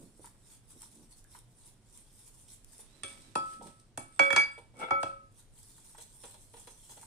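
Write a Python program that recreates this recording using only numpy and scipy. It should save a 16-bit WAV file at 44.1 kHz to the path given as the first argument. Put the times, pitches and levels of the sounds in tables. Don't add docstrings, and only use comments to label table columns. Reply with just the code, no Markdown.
import sys
import numpy as np
from scipy import signal
from scipy.fft import rfft, irfft
from scipy.io import wavfile
from scipy.ndimage import uniform_filter1d

SR = 44100
rng = np.random.default_rng(int(sys.argv[2]) if len(sys.argv) > 2 else 0)


def waveform_to_disk(signal):
    frames = np.transpose(np.atleast_2d(signal))
    scaled = np.clip(frames, -1, 1) * 32767
    samples = np.round(scaled).astype(np.int16)
    wavfile.write(sys.argv[1], SR, samples)


N = 311346
TIME = np.arange(N) / SR
RING_TIME = TIME[:SR // 2]


def amp(db):
    return 10 ** (np.asarray(db) / 20)


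def unit_rms(x):
    return x / np.sqrt(np.mean(x ** 2) + 1e-20)


def curve_at(points, hz):
    f, value = np.transpose(points)
    return np.interp(np.log(hz + 1), np.log(f + 1), value)


def add(mix, s, sound):
    part = mix[:, max(round(s * SR), 0):][:, :sound.shape[1]]
    part += sound[:, :part.shape[1]]


def panned(x, left_db):
    return x * amp([[left_db / 2], [-left_db / 2]])


# frequency in Hz, correlation between left and right.
COHERENCE = [(25, .2), (70, .85), (330, .95), (800, .65), (1500, .3), (4000, .05), (12000, -.1)]
# frequency in Hz, left over right in dB.
BALANCE = [(60, -1), (200, -4), (380, -3), (700, -2.5), (1290, -2), (2400, 0), (4400, 0), (8100, -1.5),
           (15000, 1)]
def coloured(x, spectrum):
    hz = np.fft.rfftfreq(x.shape[1], 1 / SR)
    a, b = rfft(x) * amp(curve_at(spectrum, hz))
    coherence = np.clip(curve_at(COHERENCE, hz), -1, 1)
    lean = amp(curve_at(BALANCE, hz) / 2)
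    mid, side = a * np.sqrt(1 + coherence), b * np.sqrt(1 - coherence)
    return unit_rms(irfft([(mid + side) * lean, (mid - side) / lean], x.shape[1]))


def grains(per_s, spread_db):
    size = amp(spread_db * np.minimum(rng.exponential(1, N), 4)) * (rng.random(N) < per_s / SR)
    return size * rng.standard_normal((2, N))


def flutter(hz, depth_db):
    knots = np.clip(rng.standard_normal(4000), -2, 2)
    return unit_rms(amp(depth_db * np.interp(TIME * hz, np.arange(len(knots)), knots)))


def swells(rows, rest_db=-120, blunt=0, range_db=24, rise_share=0.7):
    t = TIME[::32]
    power = amp(rest_db) ** 2
    for s, db, length in rows:
        away = np.maximum((s - t) / rise_share, (t - s) / (1 - rise_share)) / length
        power = power + amp(db - range_db * np.hypot(away, blunt)) ** 2
    return np.interp(TIME, t, np.sqrt(power))


def impact(spectrum, bands, levels_db, lives_s, lags_s=None):
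    noise, out = coloured(rng.standard_normal((2, 4096)), spectrum), 0
    for band, db, life, lag in zip(bands, levels_db, lives_s, lags_s or np.zeros(len(bands))):
        t = np.maximum(TIME[:noise.shape[1]] - lag, 0)
        bandpass = signal.butter(3, band, "band", fs=SR, output="sos")
        burst = signal.sosfilt(bandpass, noise * np.sqrt(t) * np.exp(-t / life))
        out = out + amp(db) * unit_rms(burst)
    return out


def mode(hz, db, t60, left_db=0, phase=0, wander=1, size=None):
    t = RING_TIME[:size]
    wave = (np.exp(2j * np.pi * hz * t) * np.exp(1j * np.array([[phase], [0]])) * wander).imag
    rise = np.tanh(t / .0008) ** 2
    return panned(wave, left_db) * (amp(db) * np.exp(-np.log(1000) * t / t60) * rise)


def resonate(x, modes):
    response = sum(mode(hz, db, t60) for hz, db, t60 in modes)
    return np.std(x) * unit_rms(signal.fftconvolve(x, response, axes=1)[:, :N])


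# frequency in Hz, reverberation time T60 in seconds.
ROOM_DECAY = [(150, 0.46), (400, 0.25), (1040, 0.32), (2760, 0.41), (7280, 0.27), (14000, 0.26)]
def in_room(x, wet_db):
    echoes = rng.choice([-1., 1.], (2, SR)) * (rng.random((2, SR)) < 3000 / SR)
    echoes = coloured(echoes, [(1, 0), (SR, 0)]) * (TIME[:SR] > .004)
    hz, t, spectra = signal.stft(echoes, SR, nperseg=256)
    decay = amp(-60 * t / curve_at(ROOM_DECAY, hz)[:, None])
    tail = signal.istft(spectra * decay, SR, nperseg=256)[1]
    return x + amp(wet_db) * signal.fftconvolve(x, tail / np.linalg.norm(tail[0]), axes=1)[:, :N]


# frequency in Hz, relative spectral density in dB.
AIR_SPECTRUM = [(12, -21.5), (20, 7), (35, 2.5), (66, -13), (112, -2.5), (161, -11), (289, -15),
                (1130, -27.5), (3080, -31), (6190, -34), (6720, -39), (7950, -35), (9130, -45.5),
                (15500, -58.5)]
# frequency in Hz, level in dB.
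HUM_TONES = [(100, -74), (121, -75)]
def background(air_db=-62.5):
    air = amp(air_db) * coloured(rng.standard_normal((2, N)), AIR_SPECTRUM)
    hum = 0
    for hz, db in HUM_TONES:
        phase = 2 * np.pi * hz * TIME + 2 * flutter(hz=24.3, depth_db=10.5)
        hum = hum + amp(db) * np.sqrt(2) * np.sin(phase) * flutter(hz=6.8, depth_db=7)
    return air + hum


# centre in seconds, top pitch in Hz, relative level in dB, length in seconds.
WHISTLE_ARCS = [(2.965, 4040, -77, 0.22), (3.235, 4000, -77, 0.19)]
def whistles(sag_hz=754):
    out = np.zeros((2, N))
    for s, top_hz, db, length in WHISTLE_ARCS:
        arc = np.linspace(-1, 1, int(length * SR))
        pitch = top_hz - sag_hz * arc ** 2
        tone = np.sin(2 * np.pi * np.cumsum(pitch) / SR) * np.sqrt(1 - arc ** 2)
        add(out, s - length / 2, panned(amp(db) * tone, left_db=-21))
    return in_room(out * flutter(hz=149.5, depth_db=5), wet_db=-1)


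# crest in seconds, relative level in dB, length in seconds.
WATER_WAVES = [(.03, -56, 0.78), (.77, -58.5, 0.12), (1.02, -61, 0.37), (3.25, -65.5, 1),
               (3.665, -53, 0.25), (4.84, -53, 0.17), (5.1, -59.5, 0.25)]
# frequency in Hz, relative spectral density in dB.
SLOSH_SPECTRUM = [(60, -25), (130, -9), (215, 0), (300, -4), (480, -14), (1000, -28), (2500, -48)]
def slosh(gain_db=2):
    lumps = flutter(hz=30, depth_db=2.5)
    lapping = coloured(rng.standard_normal((2, N)) * lumps, SLOSH_SPECTRUM)
    return amp(gain_db) * swells(WATER_WAVES, rest_db=-79) * lapping


# crest in seconds, level in dB, length in seconds.
SPRAYS = [(3.12, -58, 0.11), (3.22, -58.5, 0.093), (3.49, -58.5, 0.18), (3.632, -53.5, 0.039),
          (3.675, -56.5, 0.11), (3.8, -58, 0.028), (4.8, -51, 0.075)]
# frequency in Hz, relative spectral density in dB.
SPRAY_SPECTRUM = [(1200, -20), (3400, -3), (5000, 0), (6200, 0), (6900, -5), (8400, 11.5), (9800, 1),
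                  (10500, -8), (12500, -10), (15500, -27)]
def splashes():
    drops = coloured(grains(per_s=1500, spread_db=2.5), SPRAY_SPECTRUM)
    return in_room(drops * swells(SPRAYS), wet_db=0)


# start in seconds, initial pitch in Hz, level in dB.
AIR_POCKETS = [(0.195, 412, -46.5), (0.764, 290, -69), (1.248, 1610, -60), (7.028, 980, -61)]
def plops(life_s=0.0012, glide_per_s=6):
    out, t = np.zeros((2, N)), TIME[:4096]
    envelope = np.sqrt(t / life_s) * np.exp(1 - t / life_s)
    for s, hz, db in AIR_POCKETS:
        wave = np.sin(2 * np.pi * hz * (t + glide_per_s * t ** 2 / 2))
        add(out, s, panned(amp(db) * wave * envelope, left_db=-2))
    return in_room(out, wet_db=0.5)


# start in seconds, relative level in dB.
SPURTS = [(0.243, -51), (0.265, -56.5), (0.348, -68), (0.817, -64), (0.829, -58), (0.858, -69),
          (1.348, -51.5), (1.37, -62), (5.78, -63), (5.948, -53), (7.028, -52)]
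# frequency in Hz, relative spectral density in dB.
SPURT_SPECTRUM = [(300, -15.5), (720, -22), (900, 4.5), (1100, -5.5), (1500, -8), (2200, -15), (3200, -28),
                  (9000, -28), (15000, -42)]
def squelches(gain_db=-11, life_s=0.0057):
    out, t = np.zeros((2, N)), TIME[:4096]
    for s, db in SPURTS:
        noise = coloured(rng.standard_normal((2, len(t))), SPURT_SPECTRUM)
        add(out, s, amp(db + gain_db) * unit_rms(noise * np.sqrt(t) * np.exp(-t / life_s)))
    return in_room(out, wet_db=-9)


# start in seconds, relative level in dB, settling time in seconds.
HANDLE_JOGS = [(3.033, -43.5, 0.1), (3.078, -47.5, 0.2), (3.44, -54.5, 0.25), (3.495, -46.5, 0.17),
               (3.53, -49, 0.073), (3.64, -56.5, 0.31), (3.985, -54, 0.28), (4.115, -58, 0.8),
               (4.225, -45, 0.23), (4.51, -53.5, 0.12), (4.585, -53.5, 0.068), (4.79, -51.5, 0.22),
               (5.0, -49.5, 0.12), (5.06, -57, 0.21)]
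def jogs(rise_s=0.008, fall_db=36):
    t, power = TIME[::32], 0
    for s, db, settle_s in HANDLE_JOGS:
        age = np.maximum(t - s, 0)
        power = power + (np.minimum(age / rise_s, 1) * amp(db - fall_db * age / settle_s)) ** 2
    return np.interp(TIME, t, np.sqrt(power))


# frequency in Hz, relative level in dB, T60 in seconds.
HANDLE_MODES = [(3560, -12.5, .03), (7730, -6, 0.029), (8180, 10.5, 0.013), (8660, 5.5, 0.018),
                (9000, 0.5, 0.019), (9350, 0, 0.036)]
STEM_MODES = [(3440, -26.5, 0.089), (3630, -22.5, .1)]
# start in seconds, frequency in Hz, level in dB.
STEM_STRIKES = [(3.0335, 8620, -24.5), (3.079, 8700, -34), (3.127, 8600, -41), (4.161, 8370, -44)]
# frequency in Hz, relative spectral density in dB.
RUB_SPECTRUM = [(1500, -0.5), (3400, -1.5), (5000, -0.5), (7000, -3.5), (8400, 5), (9600, -1.5),
                (10400, -10), (12500, -8.5), (15500, -42.5)]
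# hardest push in seconds, relative level in dB, length in seconds.
FINGER_SLIDES = [(2.97, -65.5, 0.89), (3.27, -63.5, 0.98)]
def handle(jiggle_db=-5, rub_db=-9, slide_db=-1, ping_t60=0.015):
    jiggles = 0
    for row in HANDLE_MODES:
        hits = grains(per_s=70, spread_db=1)
        jiggles = jiggles + signal.oaconvolve(hits, mode(*row), axes=1)[:, :N]
    rub = coloured(grains(per_s=2300, spread_db=2.5), RUB_SPECTRUM)
    sound = (amp(jiggle_db) * unit_rms(jiggles) + amp(rub_db) * rub) * jogs()
    sound += amp(slide_db) * rub * swells(FINGER_SLIDES)
    for s, hz, db in STEM_STRIKES:
        stem = sum(mode(stem_hz, db + stem_db, t60, left_db=2) for stem_hz, stem_db, t60 in STEM_MODES)
        add(sound, s, mode(hz, db, ping_t60, left_db=-4.5, phase=0.83) + stem)
    return panned(in_room(sound, wet_db=-3), left_db=-3)


# hardest push in seconds, relative level in dB, length in seconds.
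DRAGS = [(4.814, -36.5, 0.0614), (4.838, -30.5, 0.075), (4.89, -37.5, 0.035)]
# frequency in Hz, relative level in dB, T60 in seconds,
# left over right in dB, phase lead of the left in radians.
DAMPED_BOWL_MODES = [(508, -14, 0.12, -5, 1), (895, -11.5, .04, -3.5, 1.5), (1336, -5.5, .1, 5.5, -2),
                     (2250, -10.5, .14, 0, 0.2), (3420, -22, .08, 1, 2.5)]
def scrape(rasp_db=-9):
    slips = unit_rms(grains(per_s=6000, spread_db=0)) * swells(DRAGS)
    spectrum = [(80, -18), (300, -5), (500, 14.5), (900, 6), (1400, -0.5), (2000, -8.5), (2700, -2),
                (4500, -16.5), (9000, -30.5), (14000, -54)]
    rasp, glass = coloured(slips, spectrum), 0
    for hz, db, t60, left_db, phase in DAMPED_BOWL_MODES:
        driven = signal.fftconvolve(slips[:1], mode(hz, 0, t60, left_db, phase), axes=1)[:, :N]
        glass = glass + amp(db) * unit_rms(driven)
    return np.std(slips) * in_room(amp(rasp_db) * rasp + glass, wet_db=-4.5)


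def sway(rate_hz, depth, size=None, onset_s=0.026):
    t = RING_TIME[:size]
    knots = rng.standard_normal((2, 200)) + 1j * rng.standard_normal((2, 200))
    wander = np.array([np.interp(t * rate_hz, np.arange(len(k)), k) for k in knots])
    share = depth * np.tanh(t / onset_s)
    return (1 + share * wander) / np.sqrt(1 + share ** 2)


def flex(clack_db, hz=1620, half_width_s=0.00088, above_clack_db=16):
    t = TIME[:176] - .002
    pulse = np.cos(2 * np.pi * hz * t) * np.exp(-(t / half_width_s) ** 2)
    return panned(amp(clack_db + above_clack_db) * pulse, left_db=0)


IMPACT_BANDS = [(70, 450), (450, 1150), (1150, 2100), (2100, 7000), (7000, 16000)]
IMPACT_LAGS = [.005, .003, 0, 0.00039, 0]
# frequency in Hz, relative level in dB,
# T60 in seconds, left over right in dB, phase lead of the left in radians, then the twin's offset
# in Hz, its offset in dB and its T60 in seconds.
BOWL_MODES = [(553, -3.5, 0.62, -6, 1.5, -8.5, -23, 1.1), (1299.6, -0.5, 0.52, 1, 0, -0.5, -16.5, 1.1),
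              (2283, -5, 0.35, -2, 1.1, 13.5, -21.5, 1)]
# frequency in Hz, relative level in dB, T60 in seconds.
BOWL_OVERTONES = [(860, -12, 0.4), (1343, 5.5, 0.11), (1570, -5, 0.23), (1677, -9.5, 0.26),
                  (1850, -14.5, 0.17), (2440, -1, 0.16), (2460, -2, 0.14), (2631, -2, 0.17),
                  (3266, 0, 0.18), (3334, 10.5, 0.16), (3350, 2.5, 0.38), (3450, -10.5, .14),
                  (4200, -3, 0.31), (4798, -3.5, 0.33), (4790, -7, 0.24), (5470, -9.5, 0.22),
                  (5640, -8.5, .14), (6310, -5.5, 0.2), (6440, -7.5, .14), (7600, 4.5, 0.2),
                  (8100, -6.5, 0.11), (8635, -9, .2), (9540, -0.5, 0.28)]
# start in seconds, five band levels in dB, drive of the three main modes and of the overtones
# in dB, shifts of the middle and high mode with the water level in Hz, the middle mode's added phase
# lead in radians, the high mode's added left over right in dB, time until damping in seconds.
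BOWL_KNOCKS = [(3.0341, -59.5, -60.5, -52, -51.5, -66, -55.5, -54.5, -43, -5, -2.5, -17, 4.5, 4, 0.39),
               (3.3545, -49.5, -39, -52.5, -49, -53.5, -49.5, -30, -57.5, -6.5, 3.5, -11, -2, -5.5, 0.56),
               (3.9756, -53, -49.5, -57.5, -56.5, -48, -72, -52.5, -50, -5, -0.5, -4, -2.5, -4.5, 0.29),
               (4.1937, -46, -35, -34.5, -42.5, -48, -26, -24.5, -14.5, 0.5, 6.5, 0, -3, -6.5, 0.14),
               (4.3042, -62, -46.5, -43, -52.5, -56.5, -34, -39, -21.5, -1.5, 1.5, -3, 2.5, -8, 0.012),
               (4.3282, -50.5, -48, -41, -48.5, -52.5, -42.5, -38.5, -28.5, -1.5, -4, -9.5, -1.5, -1.5, 0.048),
               (4.3619, -52, -41, -33, -37.5, -47.5, -58, -39.5, -17.5, -1, 38, -10.5, -2.43, 1, 0.21),
               (4.376, -55, -44, -47.5, -51.5, -56.5, -46.5, -35, -17.5, 2.5, 41.5, -12, -2.46, -2, 0.049),
               (4.9075, -50, -38, -46, -57.5, -66.5, -36.5, -24, -28.5, -1, 15.5, -17.5, -2, -0.5, 0.21),
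               (5.0306, -52.5, -43.5, -53.5, -50.5, -55.5, -47, -38.5, -54, -13, -13.5, -14, -2.5, -9, 0.23)]
def knocks(ring_db=4, overtone_db=1, damp_s=0.06, uneven_db=5.5):
    contact, glass = np.zeros((2, N)), np.zeros((2, N))
    lives_s = [0.0086, 0.0015, 0.0027, 0.0026, 0.0026]
    for row in BOWL_KNOCKS:
        s, band_dbs = row[0], row[1:6]
        low_db, middle_db, high_db, shimmer_db = row[6:10]
        middle_shift, high_shift, middle_rad, high_left_db, hold_s = row[10:]
        add(contact, s - .001, impact(KNOCK_SPECTRUM, IMPACT_BANDS, band_dbs, lives_s, IMPACT_LAGS))
        add(contact, s - .001, flex(clack_db=band_dbs[2]))
        build_up = np.tanh(RING_TIME / 0.003)
        damping = np.exp(-np.maximum(RING_TIME - hold_s, 0) / damp_s)
        landing = [(low_db, 0, 0, 0), (middle_db, middle_shift, 0, middle_rad),
                   (high_db, high_shift, high_left_db, 0)]
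        for (drive_db, shift, lean, turn), pair in zip(landing, BOWL_MODES):
            hz, db, t60, left_db, phase, offset, twin_db, twin_t60 = pair
            main = mode(hz + shift, db, t60, left_db + lean, phase + turn, sway(rate_hz=34, depth=.22))
            twin = mode(hz + shift + offset, db + twin_db, twin_t60, left_db + lean, phase + turn)
            add(glass, s, amp(ring_db + drive_db) * (main + twin) * build_up * damping)
        for hz, db, t60 in BOWL_OVERTONES:
            side, phase, luck, detune = rng.standard_normal(4)
            band_db = next(level for level, (_, top) in zip(band_dbs, IMPACT_BANDS) if hz < top)
            level_db = db + overtone_db + shimmer_db + band_db + uneven_db * luck
            pitch = hz * (1 + .003 * detune)
            wander = sway(rate_hz=140, depth=1.5, size=12000)
            add(glass, s, mode(pitch, level_db, t60, 2 * side, 2 * phase, wander, size=12000))
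    return in_room(contact, wet_db=-7.5) + glass


# frequency in Hz, relative level in dB, T60 in seconds.
BRASS_MODES = [(947, 9, 0.0057), (1470, -7, 0.0066), (3430, -3.5, 0.033), (3540, -1, 0.018),
               (4250, 2, 0.016), (5660, -14, 0.025), (6320, 1.5, 0.045)]
# start in seconds, relative level in dB, hardness as a tilt toward the treble in dB.
LIGHT_TAPS = [(2.79, -64.5, 0), (3.6101, -63, -21), (3.6669, -58, 10), (4.578, -58, -4), (4.739, -73, -13),
              (5.981, -56.5, 11.5), (6.2365, -52, 7), (6.341, -59.5, 11), (6.537, -58, 1.5),
              (6.5684, -60, 9), (6.6717, -53.5, 10.5), (6.8941, -60, 14), (6.9185, -61, 16),
              (6.9695, -59, 6)]
# frequency in Hz, relative spectral density in dB.
TAP_SPECTRUM = [(100, -3), (250, 1.5), (500, 16), (700, 4.5), (920, 13), (1200, 1.5), (2200, -5),
                (3400, -2.5), (6500, -9.5), (9000, 4.5), (11000, -9.5), (15500, -17)]
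def taps(brass_db=-8):
    out = np.zeros((2, N))
    bands_hz = [(70, 1150), (1150, 3800), (3800, 16000)]
    for s, db, hard_db in LIGHT_TAPS:
        levels = [db - 5.5 - hard_db / 2, db - 10.5, db - 13.5 + hard_db / 2]
        add(out, s - .001, impact(TAP_SPECTRUM, bands_hz, levels, lives_s=[.0099, .0082, .0049]))
    return in_room(out + amp(brass_db) * resonate(out, BRASS_MODES), wet_db=-4.5)


# frequency in Hz, relative spectral density in dB.
BRISTLE_SPECTRUM = [(410, -49), (700, -23), (910, -7), (1150, -18), (2950, -17), (4080, -14), (4640, -16.5),
                    (5290, -8.5), (5790, -9.5), (6940, -6.5), (8200, -1), (8900, 1), (9400, 1.5),
                    (10200, -5.5), (11400, -12), (14200, -15), (15500, -28.5)]
# start in seconds, level of the top band in dB.
TUFT_SNAPS = [(0.2588, -64.5), (0.82, -59.5), (1.243, -72), (1.39, -67), (1.976, -65), (2.6464, -66),
              (2.782, -67)]
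def snaps(life_s=0.00096):
    out = np.zeros((2, N))
    for s, db in TUFT_SNAPS:
        add(out, s - .001, impact(BRISTLE_SPECTRUM, IMPACT_BANDS[-2:], [db - 8, db], [life_s, life_s]))
    return in_room(out, wet_db=-10)


def bubbles(per_s, low_hz, high_hz, cycles=8, pitches=16, range_db=12):
    out, t = np.zeros((2, N)), TIME[:400]
    for hz in np.geomspace(low_hz, high_hz, pitches):
        pop = np.sin(2 * np.pi * hz * t) * np.exp(-t * hz / cycles)
        for when, size, side in rng.random((int(per_s * N / SR / pitches), 3)):
            add(out, when * N / SR, np.outer([side, 1 - side], pop) * amp(range_db * size ** 2))
    return unit_rms(out)


def drifting(x, depth_db):
    spectra = signal.stft(x, nperseg=512)[2]
    patches = uniform_filter1d(rng.standard_normal(spectra.shape[1:]), 7, axis=0)
    patches = uniform_filter1d(patches, 8, axis=1)
    gain = unit_rms(amp(depth_db * unit_rms(patches)))
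    return signal.istft(spectra * gain, nperseg=512)[1][:, :N]


# hardest push in seconds, relative level in dB, length in seconds.
BRUSH_STROKES = [(.01, -61.5, 0.47), (.18, -67, 0.19), (.262, -53.5, 0.14), (.53, -57.5, 0.22),
                 (.72, -56, 0.1), (.845, -52.5, 0.13), (.96, -61.5, 0.22), (1.03, -64, 0.24),
                 (1.128, -59, 0.061), (1.185, -61.5, 0.13), (1.362, -54, 0.125), (1.395, -62, 0.056),
                 (1.668, -59.5, 0.3), (1.982, -61.5, 0.29), (2.19, -59, 0.33), (2.28, -57.5, 0.14),
                 (2.35, -63.5, 0.069), (2.428, -58.5, 0.17), (2.535, -52.5, 0.14), (2.76, -60.5, 0.29),
                 (2.805, -56.5, 0.092), (5.395, -60, 0.14), (5.595, -56, 0.087), (5.697, -57.5, 0.3),
                 (5.78, -58, 0.13), (5.86, -61, 0.15), (5.92, -58, 0.23), (6.022, -53, 0.11),
                 (6.16, -63, 0.37), (6.255, -54, 0.13), (6.32, -58.5, 0.35), (6.44, -57.5, 0.16),
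                 (6.61, -56.5, 0.25), (6.71, -57.5, 0.1), (6.84, -60.5, 0.48), (6.915, -51, 0.11),
                 (7.025, -57.5, 0.33)]
def brush(rasp_db=3.5, brass_db=-16, suds_db=-8.5, froth_db=-7, body_from_s=5.95):
    pressure = swells(BRUSH_STROKES, rest_db=-83.5, blunt=0.15)
    clumps = flutter(hz=60, depth_db=2.3) * flutter(hz=300, depth_db=1.5)
    flicks = unit_rms(grains(per_s=6100, spread_db=1.5) * clumps) * pressure
    rasp = amp(rasp_db) * np.std(flicks) * coloured(flicks, BRISTLE_SPECTRUM)
    body = amp(brass_db) * resonate(flicks * (TIME > body_from_s) * unit_rms(pressure), BRASS_MODES)
    suds = amp(suds_db) * bubbles(per_s=450, low_hz=3200, high_hz=8000) * pressure
    froth = amp(froth_db) * bubbles(per_s=350, low_hz=7600, high_hz=10300, cycles=20) * pressure
    return in_room(drifting(rasp + body + suds + froth, depth_db=3), wet_db=-2.5)


def scene():
    scrubbing = brush() + snaps() + squelches() + plops() + taps()
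    turning = knocks() + scrape() + handle()
    return scrubbing + turning + splashes() + whistles() + slosh() + background()


def record(dry, edge_hz=15700):
    lowpass = signal.firwin(511, edge_hz, window=("kaiser", 9), fs=SR)
    return signal.oaconvolve(dry, lowpass[None], "same")


# frequency in Hz, relative spectral density in dB.
KNOCK_SPECTRUM = [(50, -35), (100, -1.5), (170, -11.5), (280, 0), (500, -9), (950, -1.5), (1200, -13),
                  (1450, -1.5), (1680, 1.5), (1860, -6), (2080, -35), (2600, -4), (2950, -22.5), (3350, -8),
                  (3800, -20), (4200, -14.5), (4800, -14.5), (5400, -20.5), (6300, -17.5), (6900, -23),
                  (8000, -15.5), (9700, -17.5), (10500, -31), (13000, -40.5), (15500, -63.5)]

dry = scene()
out = record(dry)
waveform_to_disk(out)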